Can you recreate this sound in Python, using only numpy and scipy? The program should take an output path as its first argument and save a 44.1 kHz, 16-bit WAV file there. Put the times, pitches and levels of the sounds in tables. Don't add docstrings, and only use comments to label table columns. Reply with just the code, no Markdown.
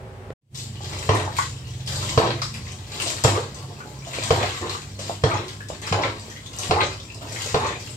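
import sys
import numpy as np
from scipy import signal
from scipy.fft import rfft, irfft, next_fast_len
from scipy.io import wavfile
from scipy.ndimage import uniform_filter1d

SR = 44100
rng = np.random.default_rng(int(sys.argv[2]) if len(sys.argv) > 2 else 0)


def put_to_file(sound):
    columns = np.atleast_2d(sound).T
    safe = np.clip(columns, -1, 1)
    whole_steps = np.round(safe * 32767)
    wavfile.write(sys.argv[1], SR, whole_steps.astype(np.int16))


N = 351036
TIME = np.arange(N) / SR

# (frequency [Hz], level [dB])
QUIET_AIR = [(18, -49), (30, -32), (48, -7.5), (107, 3), (163, -9), (240, -11), (328, -22), (374, -10),
             (567, -14), (662, -14.5), (794, -17), (1090, -19.5), (1410, -21.5), (1870, -25), (15000, -52)]
# (frequency [Hz], level [dB])
QUIET_TONES = [(100, -62), (380, -49), (445, -66), (524, -50.5), (814, -53)]
# (time [s], speed [cycles/s], level [dB])
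ENGINE_RUN = [(.55, 26.8, -39.5), (.85, 22.5, -35), (1.3, 23.8, -36.5), (1.72, 20.2, -34),
              (1.98, 23.2, -31), (2.27, 24.3, -32), (2.7, 29.4, -37), (3.1, 31, -44.5), (3.6, 34.6, -42),
              (4.1, 33, -42), (4.9, 49.4, -41), (5.7, 52, -43), (6.5, 57, -48), (7.95, 57, -42.5)]
# (frequency [Hz], width [Hz], level [dB])
STANDING_WAVES = [(56.6, 1.3, -23), (70, 3.1, -20), (91.5, 9, 1.5), (108, 1.8, 0), (109, 5.1, -2.5),
                  (128.3, 7.1, 7), (167, 5.3, -16), (199, 6, -10), (221.3, 3.6, -2)]
# (frequency [Hz], level [dB])
MAINS_HUM = [(100, -42), (200, -59.5)]
# (frequency [Hz], level [dB])
RUMBLE_TONE = [(20, -24), (42, -24), (62, -0.5), (100, -7), (135, 0), (170, -12), (220, -15), (280, -12.5),
               (500, -22), (1600, -34.5), (3000, -30.5), (7000, -37), (15000, -44.5)]
# (frequency [Hz], time to fade by 60 dB [s])
TILE_ECHO = [(100, 0.15), (500, 0.15), (1300, 0.23), (3500, 0.28), (9000, 0.43), (15000, 0.077)]
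# (frequency [Hz], likeness [-1 to 1])
LIKENESS = [(100, 1), (270, 0.81), (450, 0.99), (740, 0.61), (1220, -0.3), (2000, 0.019), (16000, -0.029)]
# (frequency [Hz], phase [radians])
LEFT_LEAD = [(0, 0), (860, .8), (1720, 3.8), (2930, 8.0), (4910, 11.5), (10200, 21.3), (16000, 30)]
# (frequency [Hz], left minus right [dB])
PORT_BALANCE = [(100, -0.9), (330, -2.5), (770, -1.5), (1200, 1.5), (1900, 3.5), (2800, 4), (4200, 0.5),
                (6400, 4.5), (8000, 18), (9800, 6.5), (13000, 2.5)]
# (time [s], level [dB], pitch [Hz], fade time [s])
DRIPS = [(0.8067, -25, 690, 0.011), (.934, -25, 3870, .008), (.992, -24, 5170, .008),
         (1.024, -33, 7300, 0.0051), (1.2767, -11, 770, 0.0078), (1.32, -32, 1630, 0.022),
         (1.386, -6.5, 986, 0.028), (1.668, -34.5, 2710, 0.025), (1.862, -27.5, 4770, 0.013),
         (1.959, -15.5, 4240, 0.0086), (2.274, -8.5, 471, 0.019), (2.419, -13.5, 1080, 0.013),
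         (2.542, -28, 2340, 0.019), (2.668, -27, 1870, 0.015), (2.688, -32, 2040, .016),
         (2.72, -29, 5700, 0.0071), (2.748, -42, 4900, .009), (2.875, -38, 5000, 0.011),
         (2.935, -25, 2500, 0.011), (3.01, -26, 8400, 0.0069), (3.022, -18.5, 7760, .007),
         (3.065, -21, 634, 0.015), (3.356, -15, 1059, .025), (3.377, -14.5, 417, 0.042),
         (3.804, -26, 1356, 0.023), (4.07, -24, 630, 0.023), (4.149, -24, 3780, .012),
         (4.185, -15, 466.4, 0.016), (4.186, -19, 2210, 0.012), (4.224, -21, 2300, 0.0091),
         (4.434, -9.5, 614, 0.019), (4.507, -22, 2950, 0.0092), (4.695, -16.5, 3850, 0.017),
         (4.75, -18, 1020, 0.013), (4.992, -18.5, 545, 0.016), (5.096, -10.5, 630, 0.0098),
         (5.314, -13, 1160, 0.028), (5.343, -15.5, 766, 0.037), (5.38, -27, 318, 0.3),
         (5.481, -26.5, 4200, 0.01), (5.605, -26.5, 1560, 0.029), (5.7012, -14, 520, 0.01),
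         (5.817, -26, 6040, 0.0075), (5.868, -15, 4800, 0.0042), (5.987, -12, 715, 0.031),
         (6.036, -9.5, 1940, 0.0086), (6.05, -10, 479, 0.017), (6.196, -30.5, 4380, .014),
         (6.282, -22, 450, 0.0061), (6.301, -27, 5910, .008), (6.313, -27, 1690, .014),
         (6.363, -27, 1880, 0.016), (6.461, -23.5, 3300, 0.016), (6.468, -28, 6030, 0.0053),
         (6.564, -29, 6900, 0.008), (6.587, -11.5, 5670, 0.005), (6.7645, -8, 730, 0.016),
         (6.786, -14, 1170, 0.028), (6.833, -15, 467, 0.022), (7.0, -26, 3310, 0.015),
         (7.101, -24.5, 2420, 0.014), (7.145, -28, 4600, 0.012), (7.216, -26, 1240, 0.013),
         (7.361, -20, 1920, 0.02), (7.422, -19, 6300, 0.0057), (7.458, -21.5, 483, 0.03),
         (7.462, -19, 6050, .007), (7.755, -27, 2280, .022), (7.873, -27, 2600, 0.018),
         (7.893, -31, 4800, .009), (7.905, -28.5, 7140, 0.0087)]
# (frequency [Hz], level [dB])
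CHURN_TONE = [(150, -2), (250, -7), (330, 2), (470, 1.5), (750, -3), (1200, -3.5), (1500, -15), (2200, -13)]
# (frequency [Hz], level [dB])
SPLASH_TONE = [(1000, 6), (1550, 0), (1950, 1), (2400, -1), (3100, -4.5), (4100, -2), (5600, -27.5),
               (9000, -16)]
# (frequency [Hz], level [dB])
SPRAY_TONE = [(3200, -1), (4800, -1.5), (6000, -6.5), (7400, -4.5), (8400, -16), (9500, -19.5),
              (12000, -16), (13200, -26), (15000, -11.5), (16000, -42)]
# (time of full flow [s], time held [s], churn [dB], splash [dB], spray [dB])
STREAMS = [(.92, 0.11, -39.5, -44.5, -37), (1.375, 0.0064, -43.5, -48, -40.5),
           (2.03, 0.065, -37.5, -41, -30.5), (2.68, 0.012, -50.5, -56, -43),
           (3.011, 0.082, -37, -40, -30.5), (3.6, 0.33, -46, -66, -57), (4.19, 0.086, -39, -39, -32.5),
           (4.48, 0.042, -50, -37.5, -35), (6.28, 0.013, -53, -51, -44.5),
           (6.631, 0.059, -39.5, -46.5, -41.5), (7.41, 0.069, -43, -40, -33)]
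# (time [s], smack [dB], smack pitch [Hz], patter time [s], churn [dB], splash [dB], spray [dB])
WATER_LUMPS = [(0.546, -28, 4150, 0.027, -66, -70, -36), (.575, -26, 4600, 0.034, -66, -73, -40),
               (0.808, -40, 4000, 0.019, -60, -65, -37.5), (1.15, -23.5, 7000, .015, -55, -62, -37.5),
               (1.367, -13, 3000, .01, -63, -42, -31), (1.384, -12, 4940, 0.012, -58, -36.5, -31.5),
               (1.67, -46, 3000, 0.27, -75, -78, -47.5), (1.875, -14, 3900, 0.081, -44, -41.5, -33.5),
               (2.418, -13.5, 3900, 0.01, -58, -40, -35), (2.541, -16, 3360, 0.02, -50, -45.5, -50),
               (3.0001, -11, 2588, 0.019, -40, -54, -31), (3.072, -14, 4300, .01, -51, -52, -48),
               (3.2382, -4, 5300, 0.0098, -23, -30, -27), (3.545, -28, 5030, .03, -60, -51, -46),
               (4.133, -19.5, 2890, 0.031, -57, -38, -54), (4.61, -45, 3006, 0.047, -30.5, -40, -63),
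               (4.696, -32, 4570, 0.062, -45, -40.5, -37), (4.991, -22, 4310, 0.12, -42.5, -46, -37),
               (5.482, -20.5, 3420, 0.01, -56, -45, -63), (5.686, -22.5, 4460, 0.057, -46.5, -51, -48),
               (5.816, -41, 5810, 0.056, -42.5, -36, -37.5), (6.532, -26, 4600, 0.037, -59, -55, -43),
               (6.587, -37, 5800, 0.051, -55, -47, -31), (6.695, -40, 3000, 0.011, -26.5, -55, -60),
               (7.145, -31, 4750, .01, -48, -71, -69), (7.21, -45, 3970, 0.13, -42, -56, -43.5),
               (7.3229, -23, 5100, 0.037, -55, -53, -39.5), (7.666, -21, 5000, 0.014, -44, -47, -45),
               (7.8, -26, 4040, 0.044, -62, -53, -41), (7.89, -38, 5940, 0.025, -50, -59, -45.5)]
# (pitch [Hz], level [dB], fade time [s], rise time [s])
AIR_POCKET = [(295, -6.5, 0.056, 0.015), (489.4, 11.5, 0.029, 0.0054), (760, 10.5, 0.013, 0.0015),
              (1052, 9.5, 0.012, 0.00082)]
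# (pitch [Hz], level [dB], fade time [s], rise time [s])
TUB_NOTES = [(102, -2, 0.35, 0.0075), (133.2, 8.5, 0.096, 0.0018), (168, 4, 0.06, 0.0085)]
# (time [s], level [dB], pocket pitch [factor],
# pocket brightness [dB/octave], slap offset [dB], boom offset [dB], boom brightness [dB/octave],
# boom head start [s], filling time [s], churn [dB], spray [dB], gulp [dB])
BOWL_SCOOPS = [(1.0911, -9, 1, 2, -6, -5.5, -14, 0.00056, 0.067, -21.5, -40, -44),
               (2.176, -4, 1.06, -0.5, -9, -13, 2, 0.0024, 0.088, -22.5, -41, -31.5),
               (3.246, -7, 1.106, -1.5, -6.5, -7, -8.5, 0.0005, 0.13, -24.5, -35, -41),
               (4.306, -3, 1.05, -4, -10.5, -13.5, -6, 0.0008, 0.11, -25, -33, -30),
               (5.237, -6, 1.067, -5.5, -6, -8.5, -5.5, 0.00093, 0.11, -27, -42.5, -33),
               (5.925, -12, 1.08, 0, -1.5, -3, -17, 0.0109, 0.11, -25, -43, -30.5),
               (6.7101, -8, 1.07, 0, -7.5, -16.5, 8.5, 0.014, 0.1, -26, -41, -27.5),
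               (7.544, -6, 1.06, -2.5, -8, -12, 2, 0.0011, 0.11, -25.5, -61, -30)]

BATH_START_S = .545
RUNOFF_DB = (-55, -58, -50)
CLOSE_DB = (2.5, .5, -30)
CLOSE_RISE_S, CLOSE_FADE_DB_PER_S = 0.053, 171
FILL_RISE_S, FILL_SAG_DB_PER_S, FILL_FADE_DB_PER_S = 0.0045, 45, 117
FILL_SPLASH_DB = -10.5
STREAM_RISE_S, STREAM_FADE_DB_PER_S = 0.24, 71
LUMP_RISE_S, LUMP_FADE_DB_PER_S = 0.00098, 175
TRICKLE_DB, TRICKLE_SPREAD_DB = -15, 11
SPURT_DB, SPURT_SPREAD_DB = 11, 9
PLIP_DB, FROTH_DB, FOLLOWER_DB = -3, -6.5, -21
DRIP_GLIDE, FOLLOWER_SPREAD_S = .55, 0.031
GULP_LEAD_S, GULP_S = 0.023, .12
GULP_HZ, GULP_OCTAVES, GULP_WIDTH_HZ = 987, 1.1, 260
RUMBLE_DB, TREBLE_LIMIT_HZ = -43, 15900


def amp(db):
    return 10 ** (np.asarray(db) / 20)


def unit(x):
    return x / np.sqrt(np.mean(x ** 2) + 1e-20)


def read(points, hz):
    row_hz, value = np.transpose(points)
    return np.interp(np.log(hz + 1), np.log(row_hz + 1), value)


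def add(mix, start_s, sound):
    part = mix[max(round(start_s * SR), 0):][:len(sound)]
    part += sound[:len(part)]


def colour(x, points):
    size = next_fast_len(x.shape[-1] + 2048)
    gain = amp(read(points, np.fft.rfftfreq(size, 1 / SR)))
    return irfft(rfft(x, size) * gain, size)[..., :x.shape[-1]]


def steadied(x, span_s=0.13):
    power = abs(uniform_filter1d(x ** 2, int(span_s * SR)))
    return x / np.sqrt(power + 1e-3 * np.mean(x ** 2))


def ring(hz, t60, glide, rise):
    age = np.arange(int(t60 * SR) + 2) / SR
    turns = hz * (age + glide * age ** 2 / (2 * t60))
    return np.sin(2 * np.pi * turns) * np.exp(-np.log(1000) * age / t60) * (1 - np.exp(-age / rise))


def burst(hz, t60, octaves):
    age = np.arange(int(t60 * SR) + 64) / SR
    edges_hz = [hz / 2 ** octaves, min(hz * 2 ** octaves, .45 * SR)]
    band = signal.butter(3, edges_hz, "band", fs=SR, output="sos")
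    return unit(signal.sosfilt(band, rng.standard_normal(len(age)))) * np.exp(-np.log(1000) * age / t60)


def room_noise(length):
    left, other = rfft(rng.standard_normal((2, length)))
    same = np.clip(read(LIKENESS, np.fft.rfftfreq(length, 1 / SR)), -1, 1)
    right = same * left + np.sqrt(1 - same ** 2) * other
    return irfft(np.array([left, right]), length)


def quiet_room():
    air = amp(-39) * unit(colour(room_noise(N), QUIET_AIR))
    near = sum(amp(db) * np.sin(2 * np.pi * (hz * TIME + rng.random())) for hz, db in QUIET_TONES)
    add(near, .304, amp(-17.5) * ring(430, t60=0.013, glide=0, rise=0.00056))
    add(near, .304, amp(-27) * burst(950, t60=0.012, octaves=1.2))
    return (air + near) * np.interp(TIME, [.327, .337], [1, 0])


def engine():
    times, speeds, levels_db = np.transpose(ENGINE_RUN)
    speed = np.interp(TIME, times, speeds)
    turns = np.cumsum(speed) / SR
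    grid_hz = np.arange(600.)
    room_power = sum(amp(db) ** 2 / (1 + ((grid_hz - hz) / (width / 2)) ** 2)
                     for hz, width, db in STANDING_WAVES)
    multiples = np.arange(2, 10)[:, None]
    heights = np.interp(multiples * speed, grid_hz, np.sqrt(room_power))
    firing = (heights * np.sin(2 * np.pi * (multiples * turns + rng.random(multiples.shape)))).sum(0)
    return amp(np.interp(TIME, times, levels_db)) * firing / np.sqrt((heights ** 2).sum(0) / 2)


def drone():
    hum = sum(amp(db) * np.sin(2 * np.pi * hz * TIME) for hz, db in MAINS_HUM)
    rumble = amp(RUMBLE_DB) * unit(colour(room_noise(N), RUMBLE_TONE))
    fade_db = np.interp(TIME, [.405, .42, .5, BATH_START_S], [-81, -34, -21, 0])
    return (engine() + hum + rumble) * amp(fade_db)


def bathroom(x, echo_db, count=5):
    size = next_fast_len(N + 2048)
    lag = np.interp(np.fft.rfftfreq(size, 1 / SR), *np.transpose(LEFT_LEAD))
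    right = irfft(rfft(x, size) * np.exp(-1j * lag), size)[:N]
    out = np.array([x, right])
    for k in range(count):
        hz, age, bands = signal.stft(room_noise(SR // 2), SR, nperseg=256)
        bands *= amp(-60 * age / read(TILE_ECHO, hz)[:, None]) * np.clip(age / 0.0025, 0, 1)
        echo = signal.istft(bands, SR, nperseg=256)[1]
        echo /= np.linalg.norm(echo[0])
        share = np.cos(np.pi * (TIME * 2 + k / count)) * np.sqrt(2 / count)
        out += amp(echo_db) * signal.fftconvolve((x * share)[None], echo, axes=1)[:, :N]
    return out / np.sqrt(1 + amp(echo_db) ** 2)


def trickle(splash):
    out = np.zeros(N)
    for when, pitch, size in rng.random((260, 3)):
        at = BATH_START_S + when * (N / SR - BATH_START_S)
        hz = 2300 * 3.2 ** pitch
        gain = amp(TRICKLE_DB - TRICKLE_SPREAD_DB * size) * np.interp(at, TIME, splash) ** .28
        add(out, at, gain * ring(hz, t60=60 / hz, glide=.15, rise=1 / hz))
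    return out


def drips(followers=3):
    out = np.zeros(N)
    for at, db, hz, t60 in DRIPS:
        plip = ring(hz, t60, DRIP_GLIDE, rise=.08 * t60)
        add(out, at, amp(db + PLIP_DB) * plip / abs(plip).max())
        add(out, at, amp(db + FROTH_DB) * burst(hz * 1.15, t60 * .8, octaves=.75))
        for late, pitch in rng.random((followers, 2)):
            follower_hz = hz * 2 ** (1.2 * pitch - .3)
            follower = ring(follower_hz, t60 / 2, DRIP_GLIDE, rise=.25 / follower_hz)
            add(out, at + late * FOLLOWER_SPREAD_S, amp(db + FOLLOWER_DB) * follower)
    return out


def surge(peak_s, rise, hold, fade_db_per_s, sag_db_per_s=0):
    age = TIME - peak_s
    swell = np.clip(1 + age / rise, 0, 1) ** 2
    return swell * amp(-sag_db_per_s * np.clip(age, 0, hold) - fade_db_per_s * np.maximum(age - hold, 0))


def flow():
    surges = [(RUNOFF_DB, np.clip((TIME - BATH_START_S) / LUMP_RISE_S, 0, 1))]
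    for at, *_, fill_s, churn_db, spray_db, gulp_db in BOWL_SCOOPS:
        filling = surge(at + FILL_RISE_S, FILL_RISE_S, fill_s, FILL_FADE_DB_PER_S, FILL_SAG_DB_PER_S)
        closing = surge(at + fill_s, CLOSE_RISE_S, 0, CLOSE_FADE_DB_PER_S)
        surges.append(((churn_db, churn_db + FILL_SPLASH_DB, spray_db), filling))
        surges.append((np.add(CLOSE_DB, gulp_db), closing))
    for at, hold, *levels_db in STREAMS:
        surges.append((levels_db, surge(at, STREAM_RISE_S, hold, STREAM_FADE_DB_PER_S)))
    for at, _, _, hold, *levels_db in WATER_LUMPS:
        surges.append((levels_db, surge(at + LUMP_RISE_S, LUMP_RISE_S, hold, LUMP_FADE_DB_PER_S)))
    levels_db, gains = zip(*surges)
    return np.sqrt(amp(levels_db).T ** 2 @ np.array(gains) ** 2)


def spatter(per_s, t60, spread_db):
    chance, size = rng.random((2, N))
    clumps = (chance < per_s / SR) * amp(spread_db * np.minimum(-np.log(1 - size), 3))
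    fall = np.exp(-np.log(1000) * np.arange(SR // 10) / SR / t60)
    return 1 + signal.oaconvolve(clumps, fall)[:N]


def swarm(per_s, low_hz, high_hz, cycles, spread_db, glide, patchy_db=2, pitches=32):
    out = np.zeros(N)
    steps_s = np.arange(0, 8, .06)
    swells = unit(uniform_filter1d(rng.standard_normal((pitches, len(steps_s))), size=4, axis=0))
    for hz, swell in zip(np.geomspace(low_hz, high_hz, pitches), swells):
        when, size, sign = rng.random((int(per_s * N / SR / pitches) + 1, 3)).T
        level_db = spread_db * np.minimum(-np.log(1 - size), 4)
        level_db += patchy_db * np.interp(when * N / SR, steps_s, swell)
        births = np.zeros(N)
        births[(when * N).astype(int)] = np.sign(sign - .5) * amp(level_db)
        bubble = ring(hz, cycles / hz, glide, rise=0.59 / hz)
        out += unit(signal.oaconvolve(births, bubble)[:N]) * np.sqrt(hz)
    return out


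def running_water(churn, splash, spray):
    clumps = spatter(per_s=60, t60=.025, spread_db=4.5)
    large = swarm(1000, 200, 1700, cycles=7, spread_db=2.2, glide=.4)
    small = swarm(3000, 1200, 6500, cycles=12, spread_db=3.2, glide=.25, patchy_db=2.5)
    drops = swarm(4000, 3000, 15000, cycles=8, spread_db=4, glide=.05)
    slosh = unit(colour(rng.standard_normal(N), [(40, -44), (100, 4), (170, -15), (300, -29), (700, -74)]))
    churning = amp(2) * steadied(colour(large, CHURN_TONE)) + amp(-4.5) * slosh
    splashing = amp(3) * steadied(colour(small * clumps, SPLASH_TONE))
    fizzing = amp(-2) * steadied(colour(drops * clumps, SPRAY_TONE))
    return churn * churning + splash * splashing + spray * fizzing


def spurts(stream, count=200):
    out = np.zeros(N)
    for when, pitch, size in rng.random((count, 3)):
        hz = 2200 * 3 ** pitch
        splat = burst(hz, t60=70 / hz, octaves=.25)
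        add(out, when * N / SR, amp(SPURT_DB - SPURT_SPREAD_DB * size) * splat)
    return out * stream


def smacks():
    out = np.zeros(N)
    for at, db, hz, *_ in WATER_LUMPS:
        add(out, at, amp(db) * burst(hz, t60=.008, octaves=.6))
        add(out, at, amp(db - 8) * burst(7500, t60=.003, octaves=.74))
    return out


def gulps():
    out = np.zeros(N)
    decay = np.exp(-np.pi * GULP_WIDTH_HZ / SR)
    progress = np.linspace(-.5, .5, int(GULP_S * SR))
    sweep = np.exp(2j * np.pi * np.cumsum(GULP_HZ * 2 ** (GULP_OCTAVES * progress)) / SR)
    for at, *_, fill_s, _, _, db in BOWL_SCOOPS:
        noise = rng.standard_normal(len(progress))
        hollow = signal.lfilter([1], [1, -2 * decay, decay * decay], noise / sweep) * sweep
        gulp = unit(hollow.real * np.cos(np.pi * progress))
        add(out, at + fill_s - GULP_LEAD_S - GULP_S / 2, amp(db) * gulp)
    return out


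def plunges():
    out = np.zeros(N)
    for at, db, pitch, pocket_tilt, slap_db, boom_db, boom_tilt, lead_s, *_ in BOWL_SCOOPS:
        add(out, at, amp(db + slap_db) * burst(2400, t60=.03, octaves=1))
        for hz, note_db, t60, rise in AIR_POCKET:
            gain = amp(db + note_db + pocket_tilt * np.log2(hz / AIR_POCKET[1][0]))
            add(out, at, gain * ring(hz * pitch, t60, glide=-0.46, rise=rise))
        for hz, note_db, t60, rise in TUB_NOTES:
            gain = amp(db + boom_db + note_db + boom_tilt * np.log2(hz / TUB_NOTES[0][0]))
            add(out, at - lead_s, gain * ring(hz, t60, glide=0, rise=rise))
    return out


def scene():
    churn, splash, spray = flow()
    scoops = bathroom(plunges(), echo_db=1.5)
    splats = bathroom(smacks() + spurts(np.hypot(splash, spray / 2)), echo_db=5.5)
    plops = bathroom(drips() + trickle(splash), echo_db=2.5)
    water = bathroom(running_water(churn, splash, spray) + gulps(), echo_db=2.5)
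    return scoops + splats + plops + water + drone() + quiet_room()


def record(dry):
    ports = np.array([colour(x, [(hz, side * db / 2) for hz, db in PORT_BALANCE])
                      for x, side in zip(dry, (1, -1))])
    rounded = ports / (1 + (ports / .85) ** 6) ** (1 / 6)
    treble_cut = signal.firwin(511, TREBLE_LIMIT_HZ, window=("kaiser", 9), fs=SR)
    return signal.oaconvolve(rounded, treble_cut[None], "same")


dry = scene()
out = record(dry)
put_to_file(out)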